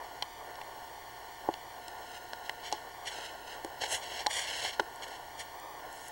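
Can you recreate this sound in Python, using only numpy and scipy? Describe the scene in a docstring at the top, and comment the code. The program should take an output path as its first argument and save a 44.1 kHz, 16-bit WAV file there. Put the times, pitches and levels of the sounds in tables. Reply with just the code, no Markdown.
"""A motor whirr under clicks and gloved rubbing, all hollowed by drifting comb notches, with hiss and whistles.
A tape camcorder in still, snowy country hears mostly itself. The whirr is coloured noise plus harmonics of
the head drum; rubs are noise of uneven slips; clicks are short pushes that ring the modes of the shell.
On playback two sound tracks mix in opposite polarity, one under a millisecond late and wavering."""
import sys
import numpy as np
from scipy import signal
from scipy.fft import rfft, irfft
from scipy.io import wavfile
from scipy.ndimage import uniform_filter1d, map_coordinates

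SR = 44100
rng = np.random.default_rng(int(sys.argv[2]) if len(sys.argv) > 2 else 0)


def store_wav(level_fs):
    """Save 16-bit WAV to argv[1]."""
    pcm = np.round(np.clip(np.atleast_2d(level_fs), -1, 1) * 32767)
    wavfile.write(sys.argv[1], SR, pcm.T.astype(np.int16))


N = 269795
T = np.arange(N) / SR  # seconds
F = np.maximum(np.fft.rfftfreq(N, 1 / SR), 1)  # Hz, kept above zero for the logarithm

# resonant modes of the shell: pitch_hz, relative_level_db, t60_s (before stretching)
SHELL_MODES = [(140, -34, 0.044), (345, 6, 0.075), (409, -3, 0.064), (558, -8, 0.035), (765, -11.5, 0.075),
               (853, 3, 0.041), (987, 6, 0.026), (1104, -1, 0.075), (1440, 7.5, 0.034), (1640, 1, 0.036),
               (2060, -5, 0.023)]


def undb(db):
    """Amplitude ratio of a level in decibels: 20 dB is a factor of ten."""
    return 10 ** (np.asarray(db, float) / 20)


def level(x, db):
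    """Scales a signal to an rms level, the root of its mean power."""
    return x * undb(db) / np.sqrt(np.mean(x ** 2))


def colour(x, points):
    """Linear filtering by a spectral envelope drawn through (Hz, dB) points on a log-frequency axis."""
    hz, db = np.transpose(points)
    envelope = undb(np.interp(np.log(F), np.log(hz), db))
    return irfft(rfft(x) * envelope, N)


def band(x, lo_hz, hi_hz):
    """Band-pass filtering with gentle, maximally flat skirts."""
    sos = signal.butter(2, [lo_hz, min(hi_hz, .45 * SR)], "bandpass", fs=SR, output="sos")
    return signal.sosfilt(sos, x)


def walk(rate_hz):
    """Slow random fluctuation: held random values, averaged twice over one hold; spread near 1."""
    hold = int(SR / rate_hz)
    steps = np.repeat(rng.standard_normal(N // hold + 1), hold)
    return 1.43 * uniform_filter1d(uniform_filter1d(steps, hold), hold)[:N]


def swelling_hiss(dry):
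    """Amplitude-modulated noise: hiss, independent left and right, swells with the treble of the sound."""
    # hiss spectrum: pitch_hz, relative_db_per_hz
    hiss_spectrum = [(20, 0), (100, 15), (500, 2.5), (1300, -18), (3000, -5), (8000, 5.5), (12000, 1),
                     (16000, 5.5)]
    hiss_db = -71  # rms before swelling
    swell_share = .55  # share of the treble level, in dB, that the hiss follows
    treble_power = uniform_filter1d(band(dry[0], 3000, 11000) ** 2, size=512)
    swell = (treble_power / np.median(treble_power)) ** (swell_share / 2)
    hiss = [level(colour(rng.standard_normal(N), hiss_spectrum), hiss_db) for _ in range(2)]
    return swell * np.array(hiss)


def scan_whistles():
    """Beating: line-scan tones of camera and player, close in pitch, wander in level and phase."""
    # line-scan whistles: pitch_hz, level_db (rms, about which it wanders)
    whistles = [(15734.27, -62.5), (15747.2, -67.5)]
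    total = np.zeros(N)
    for hz, db in whistles:
        gain = np.sqrt(2) * undb(db + 1.3 * walk(4))
        total += gain * np.sin(2 * np.pi * hz * T + .7 * walk(6))
    return total


def motor_noise():
    """Broadband machine noise: a fixed spectrum whose low part flickers in level."""
    # motor noise inside the shell: pitch_hz, relative_db_per_hz
    noise_spectrum = [(20, -9.5), (60, -13), (200, -0.5), (340, -1.5), (550, -6), (800, -1), (920, -1),
                      (1200, 0.5), (1800, -10.5), (2400, -12.5), (4300, -16), (8000, -22), (12000, -22),
                      (16000, -26)]
    noise = level(colour(rng.standard_normal(N), noise_spectrum), -51)
    flicker = undb(2.0 * walk(30))
    return noise + (flicker - 1) * band(noise, 270, 2150)


def drum_tones():
    """Harmonics of rotation: the head drum and its motor sound at whole multiples of the turning rate."""
    # tones of drum and motor: multiple of the turning rate -> level_db (rms, about which it wanders)
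    harmonics = {2: -71.5, 3: -80, 4: -67.5, 5: -72, 7: -66.5, 16: -76.5, 24: -62.5, 28: -67.5, 30: -63.5,
                 31: -63, 36: -67.5, 48: -61, 60: -66.5, 64: -75, 100: -75.5}
    drum_hz = 30000 / 1001
    turn = 2 * np.pi * drum_hz * T
    total = np.zeros(N)
    for multiple, db in harmonics.items():
        gain = np.sqrt(2) * undb(db + 0.73 * walk(13))
        total += gain * np.sin(multiple * turn + 2 * np.pi * rng.random())
    return total


def rubs():
    """Stick-slip friction: dense uneven slips give a scratch, a bright edge and a drive to the low shell."""
    # glove strokes: start_s, length_s, level_db, swell_over_stroke_db, brightness_db, body_db
    strokes = [(0.044, .008, -58, -3, -10, 4), (1.98, .19, -64, 8.5, -8, -8),
               (2.458, .02, -51.5, -8, -16, -8), (2.603, 0.069, -61, 18, -24, -14),
               (2.736, .05, -51, -7, -20, 0), (3.073, 0.0077, -42, 1, -18, -6),
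               (3.115, 0.14, -48.5, 0.5, -14, -6), (3.267, .12, -50.5, -17, -18, -12),
               (3.481, 0.082, -49, -5, -21, -10), (3.822, 0.038, -39, -2.5, -23, 3),
               (3.886, 0.058, -47.5, 13, -2.5, 0), (4.016, 0.2, -49.5, 7, -18, 1.5),
               (4.31, 0.11, -39, 1.5, -5, -5), (4.44, 0.252, -44.5, 5.5, -17, -3),
               (4.717, 0.028, -51.5, 1.5, -24, 0), (5.032, .008, -48, 0, -12, 0),
               (5.06, .1, -55.5, 1.5, -13, -3), (5.402, .012, -43, -4, -11, -1),
               (5.92, 0.16, -67.5, 6.5, 7, 5)]
    # colour of the scratch: pitch_hz, relative_db_per_hz
    scratch_spectrum = [(700, -21), (1500, -1.5), (2100, -1), (3100, 1), (4200, -3.5), (5600, -5.5),
                        (7500, -12.5), (11000, -19), (16000, -31)]
    attack_db_per_s, release_db_per_s = 705, 465
    slips = rng.standard_normal(N) * undb(2.3 * rng.exponential(size=N) + 1.6 * walk(120))
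    scratch = level(colour(slips, scratch_spectrum), 0)
    bright = level(band(band(slips, 3970, 10360), 4800, 16700), -3.3)
    bright = bright * undb(2.0 * walk(18))  # comes in surges
    body = level(band(slips, 320, 1030), -9.5) + level(band(slips, 60, 240), -17)
    power = np.zeros((3, N))  # scratch, bright, body; overlapping strokes add in power
    for start, length, db, swell_db, bright_db, body_db in strokes:
        before_s = np.maximum(start - T, 0)
        after_s = np.maximum(T - start - length, 0)
        edges_db = attack_db_per_s * before_s + release_db_per_s * after_s
        progress = np.clip((T - start) / max(length, .002), 0, 1)
        stroke = undb(db + swell_db * progress - edges_db)
        power += (stroke * undb([[0], [bright_db], [body_db]])) ** 2
    return np.sum(np.sqrt(power) * [scratch, bright, body], axis=0)


def tick(t, db, hz, octaves, decay_ms):
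    """Impulsive noise: a decaying crackle with a sung pitch, the clearer the narrower its band."""
    crackle = rng.standard_normal(len(t)) + 0.48 / octaves ** 2 * np.sin(2 * np.pi * hz * t)
    onset = np.minimum(t / 0.00019, 1)
    crackle = crackle * onset * np.exp(-t * 1000 / max(decay_ms, .3))
    half_width = 2 ** (octaves / 2)
    sound = band(crackle, hz / half_width, hz * half_width) + undb(-19.5) * band(crackle, 2000, 10000)
    # level is the energy spread over one decay time
    return undb(db) * sound / np.sqrt(np.sum(sound ** 2) / (decay_ms * SR / 1000))


def ring(push, weight_db, stretch):
    """Modal resonance: weighted decaying modes answer a push; a looser grip lets them ring longer."""
    t = T[:len(push)]
    modes = np.zeros(len(push))
    for (hz, db, t60), weight in zip(SHELL_MODES, weight_db):
        decay = np.exp(-np.log(1000) * t / (t60 * stretch))
        modes += undb(db + weight) * decay * np.sin(2 * np.pi * hz * t)
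    return signal.fftconvolve(push, modes)[:len(push)]


def knock(t, db, hz, stretch):
    """Contact excitation: a softer contact pushes longer and so rings the shell's lower modes."""
    choice_db_per_octave = 20.5 * stretch  # the freer the ring, the purer
    push = np.sin(np.pi * np.clip(t * hz * 2.57, 0, 1)) ** 2
    mode_hz = np.array(SHELL_MODES)[:, 0]
    weight_db = -choice_db_per_octave * np.abs(np.log2(mode_hz / hz))
    sound = band(ring(push, weight_db, max(stretch, .2)), 144, 1.57 * hz)
    return undb(db) * sound / abs(sound).max()


def clicks():
    """Impact sound: each shell click joins a modal knock to a crackling tick; faint high ticks stand alone."""
    # shell clicks: start_s, knock_peak_db, knock_pitch_hz, ring_stretch (ratio),
    # tick_db, tick_centre_hz, tick_width_octaves, tick_decay_ms
    shell_clicks = [(0.2237, -30, 920, 1.2, -29, 3070, 1.18, 2.3), (.555, -48, 875, .8, -48, 3000, 2, 1.2),
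                    (0.6139, -38, 930, .9, -39.5, 2620, 1.1, 2.1),
                    (1.4879, -16, 620, 0.68, -50, 1810, 2, 1.3),
                    (1.5393, -38, 860, 1.3, -38, 2800, 1.3, 1.7),
                    (1.8815, -43, 800, 0.78, -40, 5530, 1.9, 1.3),
                    (2.333, -29.5, 1410, 0.7, -36, 2760, 2.2, 0.96),
                    (2.4945, -32.5, 1000, 0.52, -30.5, 2000, 1.6, 1.8),
                    (2.716, -42, 830, .6, -44, 3970, 1.6, 2.1),
                    (2.7251, -24, 850, 1.5, -29.5, 3970, 1.17, 1.8),
                    (2.731, -34.5, 405, 1.1, -45, 4270, 1.1, 1.8),
                    (3.185, -34, 880, 0.88, -54, 3040, 1.7, .8),
                    (3.647, -28.5, 563, 0.72, -36, 3000, 2.8, 0.84),
                    (3.819, -39, 850, 0.73, -40, 3100, 1, 2.3),
                    (3.836, -28, 890, 1.6, -33.5, 1810, 1.2, 1.2),
                    (4.2631, -25, 1140, 0.3, -26, 2140, 1.53, 0.74),
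                    (4.2668, -21.5, 850, 1.47, -22, 4070, 1.02, 1.64),
                    (4.649, -29, 935, 1, -36, 3030, 1.6, 1.2),
                    (4.7961, -16, 1510, 0.72, -34.5, 3720, 1, 0.9),
                    (4.798, -18, 960, 0.47, -31, 3520, 1.4, 1.4),
                    (4.802, -28, 432, 1.04, -37, 2490, 1.5, 2.3),
                    (5.032, -46, 947, .9, -44, 3010, 1.2, 2.5)]
    # faint high ticks with no knock: start_s, level_db, centre_hz
    high_ticks = [(4.959, -47, 8200), (5.082, -46, 9200), (5.599, -48, 7500), (5.927, -46, 8560),
                  (5.978, -50, 7500), (6.083, -39, 9050)]
    size = 4096  # samples given to each click
    out, t = np.zeros(N + size), T[:size]
    for start, knock_db, knock_hz, stretch, tick_db, tick_hz, octaves, tick_ms in shell_clicks:
        i = int(start * SR)
        out[i:i + size] += knock(t, knock_db, knock_hz, stretch)
        out[i:i + size] += tick(t, tick_db, tick_hz, octaves, tick_ms)
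    for start, db, hz in high_ticks:
        i = int(start * SR)
        out[i:i + size] += tick(t, db, hz, octaves=1, decay_ms=0.88)
    return out[:N]


def scene():
    """Structure-borne sound: everything reaches the single microphone through the shell."""
    return np.tile(motor_noise() + drum_tones() + rubs() + clicks(), (2, 1))


def lag_ms():
    """Time-base error: a slow drift plus a wobble repeating with each turn of an uneven guide roller."""
    # slow drift of the edge track's lag: time_s, lag_ms
    drift = [(0.0, 0.83), (0.56, 0.82), (1.11, 0.82), (1.67, 0.84), (2.23, 0.87), (2.78, 0.84),
             (3.34, 0.87), (3.89, 0.85), (4.45, 0.841), (5.01, 0.85), (5.56, 0.81), (6.12, 0.853)]
    # what each turn of the roller adds: angle_degrees, lag_ms
    roller_lag = [(0.0, -0.024), (22.5, 0.0086), (45.0, 0.009), (67.5, -0.023), (90.0, -0.043),
                  (112.5, -0.027), (135.0, 0.026), (157.5, 0.021), (180.0, -0.0087), (202.5, 0.013),
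                  (225.0, 0.032), (247.5, -0.015), (270.0, -0.013), (292.5, 0.0098), (315.0, 0.0036),
                  (337.5, 0.02)]
    roller_turn_s = 1.337
    wobble = np.interp(360 * T / roller_turn_s, *np.transpose(roller_lag), period=360)
    return np.interp(T, *np.transpose(drift)) + wobble


def edge_track(dry):
    """Varying delay: the edge track is band-limited, phase-led, given its own hiss and played late."""
    # phase lead of its head and equaliser: pitch_hz, lead_rad
    phase_lead = [(40, 1.97), (185, 0.98), (500, 0.79), (1300, 0.48), (3000, 0.79), (6000, 0.79),
                  (9000, 0.65)]
    gain_db, hiss_db, top_hz = 0.5, -65, 8300
    lead_hz, lead_rad = np.transpose(phase_lead)
    gain = undb(gain_db) / np.sqrt(1 + (F / top_hz) ** 6)
    lead = np.exp(1j * np.interp(np.log(F), np.log(lead_hz), lead_rad))
    edge = irfft(rfft(dry[0]) * gain * lead, N)
    edge = edge + level(band(rng.standard_normal(N), 140, top_hz), hiss_db)
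    late = uniform_filter1d(lag_ms(), size=1536) * SR / 1000  # samples
    return map_coordinates(edge, [np.arange(N) - late], order=3, mode="nearest")


def record(dry):
    """Comb filtering: main minus late edge track leaves notches; hiss and whistles join; the top is cut."""
    # each is this much louder on the left and softer on the right
    main_left_db, edge_left_db, whistle_left_db = .27, -.13, .3
    mix = dry * undb([[main_left_db], [-main_left_db]])
    mix = mix - edge_track(dry) * undb([[edge_left_db], [-edge_left_db]])
    mix = mix + swelling_hiss(dry)
    mix = mix + scan_whistles() * undb([[whistle_left_db], [-whistle_left_db]])
    top_hz = 15800
    return signal.sosfilt(signal.ellip(10, .2, 70, top_hz, fs=SR, output="sos"), mix)


dry = scene()
out = record(dry)
store_wav(out)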